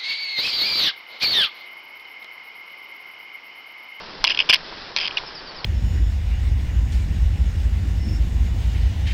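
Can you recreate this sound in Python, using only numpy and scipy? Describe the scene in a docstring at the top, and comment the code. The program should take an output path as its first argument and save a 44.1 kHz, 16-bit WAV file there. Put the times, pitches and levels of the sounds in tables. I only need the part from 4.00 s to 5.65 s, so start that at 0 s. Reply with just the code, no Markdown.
"""A walk through tall grass in an open field, heard from the microphone of a hand-held camera.
Grass swishes and air nudges the microphone throughout. With each stride something rubs on the camera:
bursts of stick-slip clicks ring its plastic case at point-blank range, and the hardest overload the
recorder. A soft footfall comes between bursts and another after them. Toward the end a far bird
sings four falling whistles, and the case clicks once more."""
import sys
import numpy as np
from scipy import signal
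from scipy.fft import rfft, irfft, next_fast_len
from scipy.io import wavfile
from scipy.ndimage import map_coordinates

SR = 44100
rng = np.random.default_rng(int(sys.argv[2]) if len(sys.argv) > 2 else 0)


def file_out(sig):
    """Save sig as 16-bit WAV at sys.argv[1]."""
    # one column per channel
    cols = np.atleast_2d(sig).T
    # limit, then scale
    lim = np.clip(cols, -1, 1)
    pcm = np.round(lim * 32767).astype(np.int16)
    wavfile.write(sys.argv[1], SR, pcm)


N = 72765


def amp(db):
    """Decibels to gain."""
    return 10 ** (np.asarray(db) / 20)


def unit(x):
    """Scale to rms 1."""
    return x / np.sqrt(np.mean(x ** 2) + 1e-20)


def peaked(x):
    """Scale to peak 1."""
    return x / np.abs(x).max()


def filtered(x, response):
    """Multiply the spectrum of x by response(hz)."""
    size = next_fast_len(len(x) + len(x) // 4)
    return irfft(rfft(x, size) * response(np.fft.rfftfreq(size, 1 / SR)), size)[:len(x)]


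def coloured(x, points):
    """x shaped by (freq_hz, gain_db) points on a log axis, at rms 1."""
    freq_hz, gain_db = np.transpose(points)
    return unit(filtered(x, lambda hz: amp(np.interp(np.log(hz + 1), np.log(freq_hz), gain_db))))


def wobble(per_s):
    """A smooth random curve with per_s knots a second."""
    knots = rng.standard_normal(int(N * per_s / SR) + 4)
    return map_coordinates(knots, [np.arange(N) * per_s / SR])


def grains(per_s):
    """Tiny random jolts, about per_s a second, at rms 1."""
    return unit(rng.standard_normal(N) * (rng.random(N) < per_s / SR))


def add(track, start_s, x):
    """Mix x into the track at start_s."""
    part = track[round(start_s * SR):][:len(x)]
    part += x[:len(part)]


def air():
    """Open air murmurs over the field, and low puffs push on the microphone."""
    # spectrum of the murmur: freq_hz, gain_db
    murmur_colour = [(20, 0.5), (60, -6.5), (115, -9), (170, -4.5), (220, -6.5), (330, -3), (520, -4),
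                     (800, -12.5), (1500, -22.5), (6000, -33.5)]
    # puffs on the microphone: centre_s, half_length_s, level_db
    puffs = [(.222, .02, -34.5), (0.497, .012, -48), (1.215, 0.021, -47.5), (1.424, 0.014, -42.5),
             (1.6, 0.037, -43)]
    # spectrum of the puffs: freq_hz, gain_db
    puff_colour = [(10, -3), (25, 7), (50, -12), (100, -12.5), (300, -50.5), (1000, -74.5)]
    t = np.arange(N) / SR
    murmur_db = -44.5 + 0.6 * wobble(per_s=9.3)
    murmur = amp(murmur_db) * coloured(rng.standard_normal(N), murmur_colour)
    swell = sum(amp(db) * np.exp(-((t - centre_s) / half_s) ** 2) for centre_s, half_s, db in puffs)
    return murmur + swell * coloured(rng.standard_normal(N), puff_colour)


def bird():
    """A far bird's thin whistles fall fast and level out, smeared on their way across the field."""
    # the song: start_s, length_s, start_hz, end_hz, level_db
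    whistles = [(1.255, 0.044, 5400, 5060, -41.5), (1.34, .055, 5530, 4500, -37.5),
                (1.45, 0.066, 5040, 4400, -41), (1.557, .056, 5460, 4190, -40)]
    bend, waver, echo_s = 1.4, 0.015, 0.016
    song, t = np.zeros(N), np.arange(SR // 8) / SR
    for start_s, length_s, start_hz, end_hz, level_db in whistles:
        progress = np.linspace(0, 1, int(length_s * SR))
        pitch_hz = end_hz + (start_hz - end_hz) * (1 - progress) ** bend
        pitch_hz *= 1 + waver * wobble(per_s=237)[:len(progress)]
        arch = np.sqrt(np.abs(np.sin(np.pi * progress)))
        add(song, start_s, amp(level_db) * arch * np.sin(2 * np.pi * np.cumsum(pitch_hz) / SR))
    echo = rng.standard_normal(len(t)) * np.exp(-t / echo_s)
    return song + signal.fftconvolve(song, echo / np.linalg.norm(echo))[:N]


def grass():
    """Stalks and blades brush the legs below the microphone: a mid-range rustle and a bright hiss."""
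    # contour of the swish: time_s, stalk_db, blade_db
    swish = [ [(0.0, -39, -40), (0.294, -43, -42), (0.412, -39.5, -37.5), (0.496, -42, -40.5),
             (0.776, -43.5, -38), (0.992, -41.5, -42), (1.144, -39, -37.5), (1.364, -43, -40),
             (1.65, -40, -42)], ][0]
    # spectrum of the stalks: freq_hz, gain_db
    stalk_colour = [(60, -30), (300, -9.5), (700, 1.5), (1050, 4.5), (1600, -5.5), (2600, -9), (6000, -19)]
    # spectrum of the blades: freq_hz, gain_db
    blade_colour = [(500, -35), (1500, 5), (2400, 0.5), (3300, 1.5), (4100, 2), (5250, 3.5), (5550, -1),
                    (5800, -7.5), (6200, -7)]
    stalk_trim_db, blade_trim_db = -0.5, 1.5
    t = np.arange(N) / SR
    time_s, stalk_db, blade_db = np.transpose(swish)
    stalk_gain = amp(np.interp(t, time_s, stalk_db) + stalk_trim_db + 0.37 * wobble(per_s=39.8))
    stalks = stalk_gain * coloured(grains(per_s=5000), stalk_colour)
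    blade_gain = amp(np.interp(t, time_s, blade_db) + blade_trim_db + 0.55 * wobble(per_s=50))
    blades = blade_gain * coloured(grains(per_s=12000), blade_colour)
    return stalks + blades


def footfalls():
    """A soft foot crushes stalks in a short, dull burst of noise."""
    # footfalls: start_s, peak_db
    steps = [(0.7241, -25.5), (1.236, -25)]
    # spectrum of the crush: freq_hz, gain_db
    crush_colour = [(80, -15), (250, 2), (600, -4), (1050, 7.5), (1700, -12.5), (5000, -30)]
    decay_s = 0.0042
    out, t = np.zeros(N), np.arange(SR // 10) / SR
    for start_s, peak_db in steps:
        crush = coloured(rng.standard_normal(len(t)), crush_colour) * np.exp(-t / decay_s)
        add(out, start_s, amp(peak_db) * peaked(crush))
    return out


def case_ring(push, hardness):
    """The plastic case rings; hard contact favours its outer modes, and each contact weights them anew."""
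    # modes of the case: pitch_hz, width_hz, gain_db, db_per_hardness
    modes = [(610, 350, -23, 0), (1013, 160, -15, 4), (1665, 280, -14, 2.5), (2114, 200, -8, 5),
             (2452, 222, 3, -3.5), (2857, 234, 6, -6), (3272, 196, 2, 0), (4040, 450, -22, 13),
             (4354, 246, -13, 9.5), (5055, 218, -5, 4.5), (5936, 180, -18, 5.5)]
    pitch_scatter, gain_scatter_db = 0.018, 1.5
    pitch_hz, width_hz, gain_db, db_per_hardness = np.transpose(modes)[:, :, None]
    pitch_draw, gain_draw = rng.standard_normal((2, len(modes), 1))
    pitch_hz = pitch_hz * (1 + pitch_scatter * pitch_draw)
    gain = amp(gain_db + hardness * db_per_hardness + gain_scatter_db * gain_draw)
    polarity = (-1) ** np.arange(len(modes))[:, None]

    def resonances(hz):
        damping = 1j * hz * width_hz
        return np.sum(polarity * gain * damping / (pitch_hz ** 2 - hz ** 2 + damping), axis=0)

    return filtered(push, resonances)


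def rubbing():
    """Dense micro-slips keep the case sounding while the contact slides."""
    # slides on the case: start_s, length_s, level_db, hardness
    rubs = [(0.281, 0.049, -27.5, 0.023), (0.33, 0.025, -37.5, .3), (0.388, 0.034, -28, 0),
            (0.489, 0.024, -17.5, 0.49), (0.526, 0.029, -22, 0.12), (0.966, .034, -31.5, 0.27),
            (0.999, 0.071, -27.5, 0.84)]
    fade_s = 0.0024
    out = np.zeros(N)
    for start_s, length_s, level_db, hardness in rubs:
        t = np.arange(int(length_s * SR)) / SR
        pressure = np.clip(np.minimum(t, length_s - t) / fade_s, 0, 1)
        friction = grains(per_s=3100)[:len(t)]
        add(out, start_s, amp(level_db) * pressure * unit(case_ring(friction, hardness)))
    return out


def slips():
    """Each slip jolts the case right at the microphone; hard ones also snap and shove the whole camera."""
    # stick-slip clicks: start_s, level_db, hardness (0 soft, 1 and over hard), chatter_ms
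    clicks = [(0.2413, 0, 1.32, 0.59), (.2473, -1, 1.21, 0.52), (0.2494, -9.5, 1.1, .6),
              (0.2539, -13, 0.21, 2.9), (0.2677, -14, 0.18, 1.1), (0.2716, -7.5, 1.1, 0.87),
              (0.2763, -4, 0.46, 1.1), (.2830, -18, .2, 1.5), (0.2883, -13.5, 0.071, 0.66),
              (0.2972, -11, 1.1, 1.4), (0.3023, -6, 0, 3.9), (0.3071, -9.5, 0, 1.2),
              (0.3135, -11.5, 0, 0.76), (0.3162, -12, 0, 2.2), (0.3193, -9.5, 0.15, 0.51),
              (0.3468, -12.5, .7, 1.9), (0.3731, -10, 0, 2.3), (0.39, -5.5, 0, 0.48),
              (0.392, -4.5, 0, 0.83), (.399, -11, 0, 2.2), (0.4029, -1.5, 0, 0.52), (0.407, -9, 0, 0.53),
              (0.411, -19, 0, 4.1), (0.4221, -14, 0, 1.2), (0.491, -19.5, 0.41, 1.6),
              (0.4954, 0.5, 0.93, 4.85), (.5001, -1, 0.55, 3.1), (0.504, -8, 0.56, 1.5),
              (0.5073, -5.5, 0, 3.8), (0.5139, -8.5, 0.57, 2.6), (0.5267, -5, 0.35, 2.1),
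              (0.5318, -0.5, 1, 1.4), (0.5353, -6.5, .8, 0.32), (0.5376, 0, 1.1, 0.24),
              (.5402, -5.5, 0.73, 0.29), (0.542, -11, .8, 0.28), (0.544, -1, 0.84, 0.25),
              (0.5481, -12.5, 0.57, 0.84), (0.553, -14, 0.69, 0.6), (0.5571, -10, 1.3, 0.15),
              (0.5612, -16, .7, .2), (0.564, -17.5, .8, 0.17), (0.9634, -2.5, 1.44, 0.48),
              (0.9707, -9.5, 1.16, 0.11), (.9724, -13.5, 1.4, 0.7), (0.976, -13.5, 0.7, 1),
              (0.9854, -10.5, 1.1, 3.1), (1, -15.5, 1.3, 2), (1.0058, -15, 0.91, 1),
              (1.012, -11.5, 1.1, 0.994), (1.0177, -15.5, 0.7, 1.6), (1.02, -29, 0.41, 0.396),
              (1.0275, -15.5, 0.56, 0.69), (1.0313, -16, 0.6, 0.98), (1.0452, -15, .7, 1.5),
              (1.051, -16, .5, 1.9), (1.0543, -13.5, 0.82, 1.8), (1.0751, -10, 0.72, 1),
              (1.0794, -9.5, 0.98, 0.18), (1.109, -19, 0, 2.9), (1.1702, -8.5, 0, 1.84),
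              (1.1737, -12, 0.025, 1.6), (1.1799, -11, 1.4, 0.18), (1.184, -15.5, 1.1, 0.49),
              (1.644, -11, 1.4, 1.8)]
    # spectrum of the shoved camera's thud: freq_hz, gain_db
    thud_colour = [(25, -5), (70, -3), (150, -10), (330, -4.5), (480, -4.5), (650, 2), (900, -15.5),
                   (2000, -29.5)]
    chatter_gain, tail_db, tail_s = 0.31, -33, 0.0077  # gains relative to the first jolt
    snap_hz, snap_s = 3800, 0.00014
    thud_db, thud_growth, thud_s = -29.5, 1.8, 0.0068
    out, t = np.zeros(N), np.arange(SR // 32) / SR
    from_peak_s = t - 3 * snap_s
    snap = np.cos(2 * np.pi * snap_hz * from_peak_s) * np.exp(-(from_peak_s / snap_s) ** 2 / 2)
    for start_s, level_db, hardness, chatter_ms in clicks:
        chatter = chatter_gain * rng.standard_normal(len(t)) * np.exp(-(t * 1000 / chatter_ms) ** 2 / 2)
        rub_tail = amp(tail_db) * rng.standard_normal(len(t)) * np.exp(-t / tail_s)
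        push = chatter + rub_tail
        push[0] += 1  # the first jolt
        ring = peaked(case_ring(push, hardness))
        snap_share = np.clip(0.43 * hardness / (1 + chatter_ms), 0, 1)  # short, hard slips snap most
        click = peaked((1 - snap_share) * ring + snap_share * snap)
        thud = peaked(coloured(rng.standard_normal(len(t)), thud_colour) * np.exp(-t / thud_s))
        thud_gain = hardness * chatter_ms * amp(thud_db + thud_growth * level_db)
        add(out, start_s, amp(level_db) * click + thud_gain * thud)
    return out


def scene():
    """The field and the camera's own noises meet at one microphone."""
    return (air() + bird() + grass() + footfalls() + rubbing() + slips())[None]


def record(dry):
    """A narrow-band mono recorder that falls away near 6 kHz and clips the loudest peaks."""
    # response of microphone and recorder: freq_hz, gain_db
    response = [(5250, -0.5), (5550, -5), (5850, -4.5), (6050, -16), (6300, -26), (6700, -65),
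                (8000, -80.5)]
    overload, top_hz = 0.72, 15900
    narrow = filtered(dry[0], lambda hz: amp(np.interp(hz, *np.transpose(response))))
    clipped = np.clip(narrow, -overload, overload)
    return filtered(clipped, lambda hz: hz < top_hz)[None]


dry = scene()
out = record(dry)
file_out(out)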